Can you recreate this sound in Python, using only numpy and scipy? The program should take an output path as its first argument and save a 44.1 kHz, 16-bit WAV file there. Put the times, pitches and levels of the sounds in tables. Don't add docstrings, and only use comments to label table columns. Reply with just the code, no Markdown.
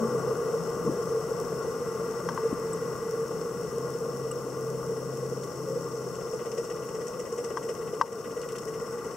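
import sys
import numpy as np
from scipy import signal
from scipy.fft import rfft, irfft
from scipy.io import wavfile
from scipy.ndimage import uniform_filter1d

SR = 44100
rng = np.random.default_rng(int(sys.argv[2]) if len(sys.argv) > 2 else 0)


def digitize_waveform(pressure):
    field = np.atleast_2d(pressure).T
    bounded = np.clip(field, -1, 1)
    quanta = np.round(bounded * 32767).astype(np.int16)
    wavfile.write(sys.argv[1], SR, quanta)


N = 403956
T = np.arange(N) / SR
HZ = np.fft.rfftfreq(N, 1 / SR)
SIDE = np.array([[.5], [-.5]])

# time in seconds, extra level in dB.
HARD_BEATS = [(6.585, 5), (6.708, -1), (7.203, 0), (7.387, 3.5), (7.449, 0.5), (7.634, -4), (7.696, 6.5)]


def boat(shell, throb_depth=0.28, rumble_beat=0.75, wash_beat=0.16, spit_db=-60, grit_db=-61.5):
    depth, beat = throb_depth * throbbing(), blade_beat()
    rumble_pulse = np.sqrt(1 + rumble_beat * depth * (beat - 1))
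    wash_pulse = np.sqrt(1 + wash_beat * depth * (beat - 1))
    churn = boat_gain("churn") * through_housing(noise(), shell, 18, 379)
    rumble = boat_gain("rumble") * through_housing(noise() * rumble_pulse, shell, 361, 754)
    wash = boat_gain("wash") * through_housing(pops(5000, 1.17) * wash_pulse, shell, 670, 1750)
    rush = boat_gain("rush") * through_housing(noise() * wash_pulse, shell, 1530, 2530)
    small = pops(3000, 4.1) * depth ** 2 * np.sqrt(blade_beat(uneven_db=13.5))
    large = pops(5000, 1.2) * depth ** 2 * np.sqrt(blade_beat(uneven_db=7))
    spit = amp(spit_db) * through_housing(small, shell, 5200, 9500, order=6)
    grit = amp(grit_db) * through_housing(large, shell, 1800, 3300, order=6)
    return churn + rumble * flutter() + wash + rush + spit + grit


def boat_gain(part, doubled_s=0.34):
    layers = {"churn": (-39, -.75, 0.5, -1.6), "rumble": (-28.5, -1.705, -1.4, 0.5),
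              "wash": (-38, -1.92, 2, 0.83), "rush": (-56.5, -1, 6, -0.3),
              "low tone": (-47.5, -0.84, 0.5, -5), "upper tone": (-47.5, -1, 4.5, -18),
              "drone": (-37, -1.5, 4, -3)}
    # middle in seconds, half width in seconds.
    swells = [(2.5, 1), (9.15, 0.51)]
    first_db, doubling_db, swell_db, throb_db = layers[part]
    swell = sum(np.exp(-((T - middle) / width) ** 2) for middle, width in swells)
    doublings = np.log2(1 + T / doubled_s)
    return amp(first_db + doubling_db * doublings + swell_db * swell + throb_db * throbbing())


def throbbing(start_s=5.75, rise_s=0.49):
    return np.clip((T - start_s) / rise_s, 0, 1)


def blade_beat(blade_hz=16.2, beat_at_s=7.449, lead_s=0.0099, decay_s=0.0061, uneven_db=3):
    passes = (T - beat_at_s + lead_s) * blade_hz
    blade = (np.floor(passes) - np.floor(passes[0])).astype(int)
    age = (passes % 1) / blade_hz / decay_s
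    strength_db = rng.uniform(-uneven_db, uneven_db, blade[-1] + 1)
    for s, extra_db in HARD_BEATS:
        strength_db[blade[round((s + .5 / blade_hz) * SR)]] = uneven_db + extra_db
    surge = age * np.exp(-age) * amp(strength_db)[blade]
    return surge / surge.mean()


def flutter(depth_db=1.4, top_hz=24):
    lumps = unit_rms(irfft(rfft(rng.standard_normal(N)) * HZ / (1 + (HZ / top_hz) ** 4), N))
    return unit_rms(amp(depth_db * lumps))


def surges(hz=462, t60=0.084, rise_s=0.00552, beat_db=-30, count=6000):
    # start in seconds, peak level in dB.
    pushes = [(0.045, -19), (0.27, -21), (1.166, -24.5), (1.818, -26), (2.449, -21.5), (3.135, -24),
              (3.411, -25), (4.06, -23.5)]
    bites = [(s - rise_s, beat_db + extra_db) for s, extra_db in HARD_BEATS]
    out, t = np.zeros(N), np.arange(count) / SR
    for s, db in pushes + bites:
        swell = ring(hz * rng.uniform(0.99, 1.03), t60, rise_s, t)
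        add(out, s, amp(db) * swell / abs(swell).max())
    return out


def engine_hum(low_hz=132, upper_hz=163, drone_hz=447.3, rise_s=0.075, release_s=0.16, pan_db=3):
    # start in seconds, end in seconds, level in dB.
    spells = [(0.0, 0.292, -41), (3.72, 6.083, -45)]
    lift = sum(amp(db) * np.clip((T - start) / rise_s, 0, 1) * np.exp(-np.maximum(T - end, 0) / release_s)
               for start, end, db in spells)
    steady = engine_tone(low_hz, width_hz=3, waver=.3)
    blurred = engine_tone(upper_hz, width_hz=7.4, waver=2.7)
    drone = boat_gain("drone") * engine_tone(drone_hz, width_hz=3.9, waver=1)
    tones = np.hypot(boat_gain("low tone"), lift) * steady + boat_gain("upper tone") * blurred
    return tones * amp(pan_db * SIDE) + drone


def engine_tone(hz, width_hz, waver, creep_per_s=.002, sag=.026):
    speed = 1 + creep_per_s * T - sag * throbbing()
    drift = np.fft.ifft(rfft(rng.standard_normal(N)) / (1 + (HZ / width_hz) ** 2), N)
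    tone = np.exp(2j * np.pi * hz * np.cumsum(speed) / SR)
    return unit_rms(((1 + waver * drift / np.std(drift)) * tone).real)


def knocks(shell, rise_s=0.0022, pan_db=6, click_s=0.0026, click_band_hz=(2200, 6000), count=5000):
    # start in seconds, level in dB, click against body in dB,
    # brightness in dB per octave.
    hits = [(2.287, -19.5, -16, 6.5), (2.375, -20.5, -23, -2), (7.5703, -20.5, -20, 5),
            (8.0115, -8.5, -19.5, -2.5)]
    # pitch in Hz, level in dB, seconds to die away by 60 dB.
    modes = [(919, -7.5, 0.082), (1046, 8, 0.023), (1122, 1, 0.034), (1570, -7, 0.03), (1954, -10.5, 0.022),
             (3230, -27, 0.029), (5500, -31, 0.032), (6000, -29, .03)]
    out, t = np.zeros(N), np.arange(count) / SR
    treble = signal.butter(3, click_band_hz, "band", fs=SR, output="sos")
    for s, db, click_db, tilt_db in hits:
        body = sum(amp(mode_db + tilt_db * np.log2(hz)) * ring(hz, t60, rise_s, t)
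                   for hz, mode_db, t60 in modes)
        contact = rng.standard_normal(count) * t * np.exp(-t / click_s)
        click = signal.sosfilt(treble, signal.fftconvolve(contact, shell[0])[:count])
        add(out, s, amp(db) * (body / abs(body).max() + amp(click_db) * click / abs(click).max()))
    return out * amp(pan_db * SIDE)


def gulps(rise_s=0.0015, rise_share=0.022, glide=0.066, pan_db=3.5, count=20000):
    # start in seconds, level in dB, opening pitch in Hz, seconds to die away by 60 dB.
    bubbles = [(0, -25, 223.5, 0.43), (0.847, -28, 338, 0.079), (0.874, -26, 229, 0.072),
               (.893, -24, 310, 0.049), (2.527, -17.5, 255, 0.019), (4.446, -33, 273, 0.047),
               (5.66, -32.5, 525, 0.68)]
    out, t = np.zeros(N), np.arange(count) / SR
    for s, db, hz, t60 in bubbles:
        rising_hz = hz * (1 + glide * np.minimum(t / t60, 1))
        bubble = ring(rising_hz, t60, rise_s + rise_share * t60, t)
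        add(out, s, amp(db) * bubble / abs(bubble).max())
    return out * amp(pan_db * SIDE)


def bubble_clouds(shell, low_hz=110, top_hz=380):
    # middle of the burble in seconds, half width in seconds, level in dB.
    burbles = [(0.89, .055, -35), (2.53, 0.023, -48)]
    level = sum(amp(db) * np.exp(-((T - s) / width) ** 2) for s, width, db in burbles)
    return level * through_housing(noise(), shell, low_hz, top_hz)


def ticks(high_hz=7950, low_hz=2850, rise_s=0.0029, click_db=-17, click_s=0.00083, pan_db=2, count=2000):
    # start of the ping in seconds, level in dB, low ring against high ring in dB.
    pings = [(0.191, -41, -42), (2.534, -42, -27), (2.732, -29, -32), (4.313, -27, -13.5),
             (7.633, -41, -27)]
    out, t = np.zeros(N), np.arange(count) / SR
    for s, db, low_db in pings:
        roughness = 1 + 0.34 * unit_rms(uniform_filter1d(rng.standard_normal(count), 30))
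        ping = ring(high_hz, 0.016, rise_s, t) * roughness + amp(low_db) * ring(low_hz, 0.024, rise_s, t)
        click = np.diff(rng.standard_normal(count + 1)) * np.exp(-t / click_s)
        add(out, s, amp(db) * (ping / abs(ping).max() + amp(click_db) * click))
    return out * amp(pan_db * SIDE)


def shrimp_snaps(shell, decay_s=0.007, count=600):
    # time in seconds, level in dB before the housing colours it.
    snaps = [(1.6296, -47), (3.4121, -44), (5.4358, -42), (5.886, -47), (6.155, -46), (8.4161, -40),
             (8.4892, -42), (8.521, -42), (8.561, -40.5), (8.585, -38)]
    bursts, t = np.zeros((2, N)), np.arange(count) / SR
    for s, db in snaps:
        add(bursts, s - .001, amp(db) * rng.standard_normal((2, count)) * np.exp(-t / decay_s))
    return through_housing(bursts, shell, 2300, 11000) * np.sqrt(np.mean(bursts ** 2))


def shrimp_bed(shell, hiss_db=-49.5, crackle_db=-59, sizzle_db=-60, fade_db=-3, sizzle_fade_db=-2):
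    hiss = amp(hiss_db) * through_housing(noise(), shell, 4630, SR / 2)
    crackle = amp(crackle_db) * through_housing(pops(700, 6.6), shell, 5000, SR / 2)
    sizzle = amp(sizzle_db) * through_housing(pops(9000, 1), shell, 1970, 4440)
    progress = T / T[-1]
    return (hiss + crackle + sizzle * amp(sizzle_fade_db * progress)) * amp(fade_db * (progress - .5))


def fizz(shell, middle_s=6, half_width_s=1, fizz_db=-55):
    level = amp(fizz_db) * np.exp(-((T - middle_s) / half_width_s) ** 2)
    return level * through_housing(pops(2500, 4.9), shell, 5000, 7000, order=6)


def housing_response(wall_pan_db=3, size=8192):
    # centre in Hz, width in Hz, level in dB, left over right in dB.
    resonances = [(166.7, 7.2, -17, 21), (458.7, 67, -1, 1.5), (476, 40, -10, -12.5), (502, 279, -17, 10.5),
                  (878, 85, -19.5, 9.5), (1093.5, 127, -11, 6), (1190.4, 65, -11, 6.5),
                  (1398, 168, -16.5, 3.5), (1653, 184, -31.5, 8), (1941, 84, -22, 5.5),
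                  (2074, 160, -31.5, -1), (2816, 760, -33, 4), (3550, 166, -33, 1), (4453, 300, -35, 6.5),
                  (5370, 276, -26, 13), (5720, 350, -30, -3.5), (6114, 83, -25, -1), (6660, 154, -32, 13),
                  (7900, 850, -31.5, 0.2), (9520, 330, -39, 2), (11300, 430, -39, -3)]
    # frequency in Hz, level in dB.
    wall = [(25, -39), (60, -27), (110, -22), (150, -14), (280, -18.5), (380, -15.5), (700, -30),
            (1000, -22), (2300, -57), (4800, -40), (5600, -33.5), (8500, -39.5), (12000, -41.5),
            (15700, -41.5)]
    # centre in Hz, width in Hz, depth in dB.
    notches = [(4740, 105, -17), (3510, 79, -9.5), (1870, 140, -1), (1018, 21, -9.5)]
    hz = np.fft.rfftfreq(size, 1 / SR)
    power = amp(curve(wall, hz) + SIDE * wall_pan_db) ** 2
    for centre, width, db, pan_db in resonances:
        power += (amp(db + SIDE * pan_db) / (1 + (2 * (hz - centre) / width) ** 2)) ** 2
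    for centre, width, db in notches:
        power *= amp(db / (1 + (2 * (hz - centre) / width) ** 2)) ** 2
    cepstrum = irfft(np.log(power))[:, :size // 2]
    cepstrum[:, 0] /= 2
    return irfft(np.exp(rfft(cepstrum, size)))[:, :size // 2]


def through_housing(pair, shell, lo_hz, hi_hz, order=12):
    # frequency in Hz, likeness from 0 to 1.
    likeness = [(25, 0.9), (85, 0.53), (130, 0.97), (550, 0.99), (700, 0.98), (1200, 1), (1900, 0.57),
                (3200, 0.83), (4500, 0.64), (6000, 0.53), (9000, 0.2), (15000, 0)]
    # frequency in Hz, lead in radians.
    lead = [(460, 0), (570, 0), (630, 1), (670, 0.37)]
    left, other = rfft(pair)
    same = curve(likeness, HZ)
    right = (same * left + np.sqrt(1 - same ** 2) * other) * np.exp(-1j * curve(lead, HZ))
    band = 1 / np.sqrt((1 + (lo_hz / (HZ + 1)) ** (2 * order)) * (1 + (HZ / hi_hz) ** (2 * order)))
    return unit_rms(irfft(np.array([left, right]) * band * rfft(shell, N), N))


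def pops(per_s, spread_db):
    size = amp(spread_db * np.minimum(rng.exponential(1, N), 4))
    return noise() * size * (rng.random(N) < per_s / SR)


def ring(hz, t60, rise_s, t):
    return np.sin(2 * np.pi * hz * t) * amp(-60 * t / t60) * (1 - np.exp(-(t / rise_s) ** 2))


def noise():
    return rng.standard_normal((2, N))


def amp(db):
    return 10 ** (np.asarray(db) / 20)


def unit_rms(x):
    return x / np.sqrt(np.mean(x ** 2) + 1e-20)


def curve(points, hz):
    f, value = np.transpose(points)
    return np.interp(np.log(hz + 1), np.log(f + 1), value)


def add(mix, s, sound):
    part = mix[..., max(round(s * SR), 0):][..., :sound.shape[-1]]
    part += sound[..., :part.shape[-1]]


def scene():
    shell = housing_response()
    vessel = boat(shell) + surges() + engine_hum()
    shrimp = shrimp_bed(shell) + shrimp_snaps(shell)
    return vessel + shrimp + knocks(shell) + ticks() + gulps() + bubble_clouds(shell) + fizz(shell)


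def record(dry, threshold_db=-21, slope=0.96, recover_db_per_s=18, smooth_samples=200, top_hz=15720):
    pole = np.exp(-1 / smooth_samples)
    power_db = 10 * np.log10(signal.lfilter([1 - pole], [1, -pole], (dry ** 2).mean(0)) + 1e-12)
    fall = T * recover_db_per_s
    held_db = np.maximum.accumulate(power_db + fall) - fall
    over_db = np.maximum(held_db - threshold_db, 0)
    ducked = dry / amp(slope * signal.lfilter([1 - pole], [1, -pole], over_db))
    lowpass = signal.firwin(1023, top_hz, window=("kaiser", 9), fs=SR)
    return signal.oaconvolve(ducked, lowpass[None], "same", axes=1)


dry = scene()
out = record(dry)
digitize_waveform(out)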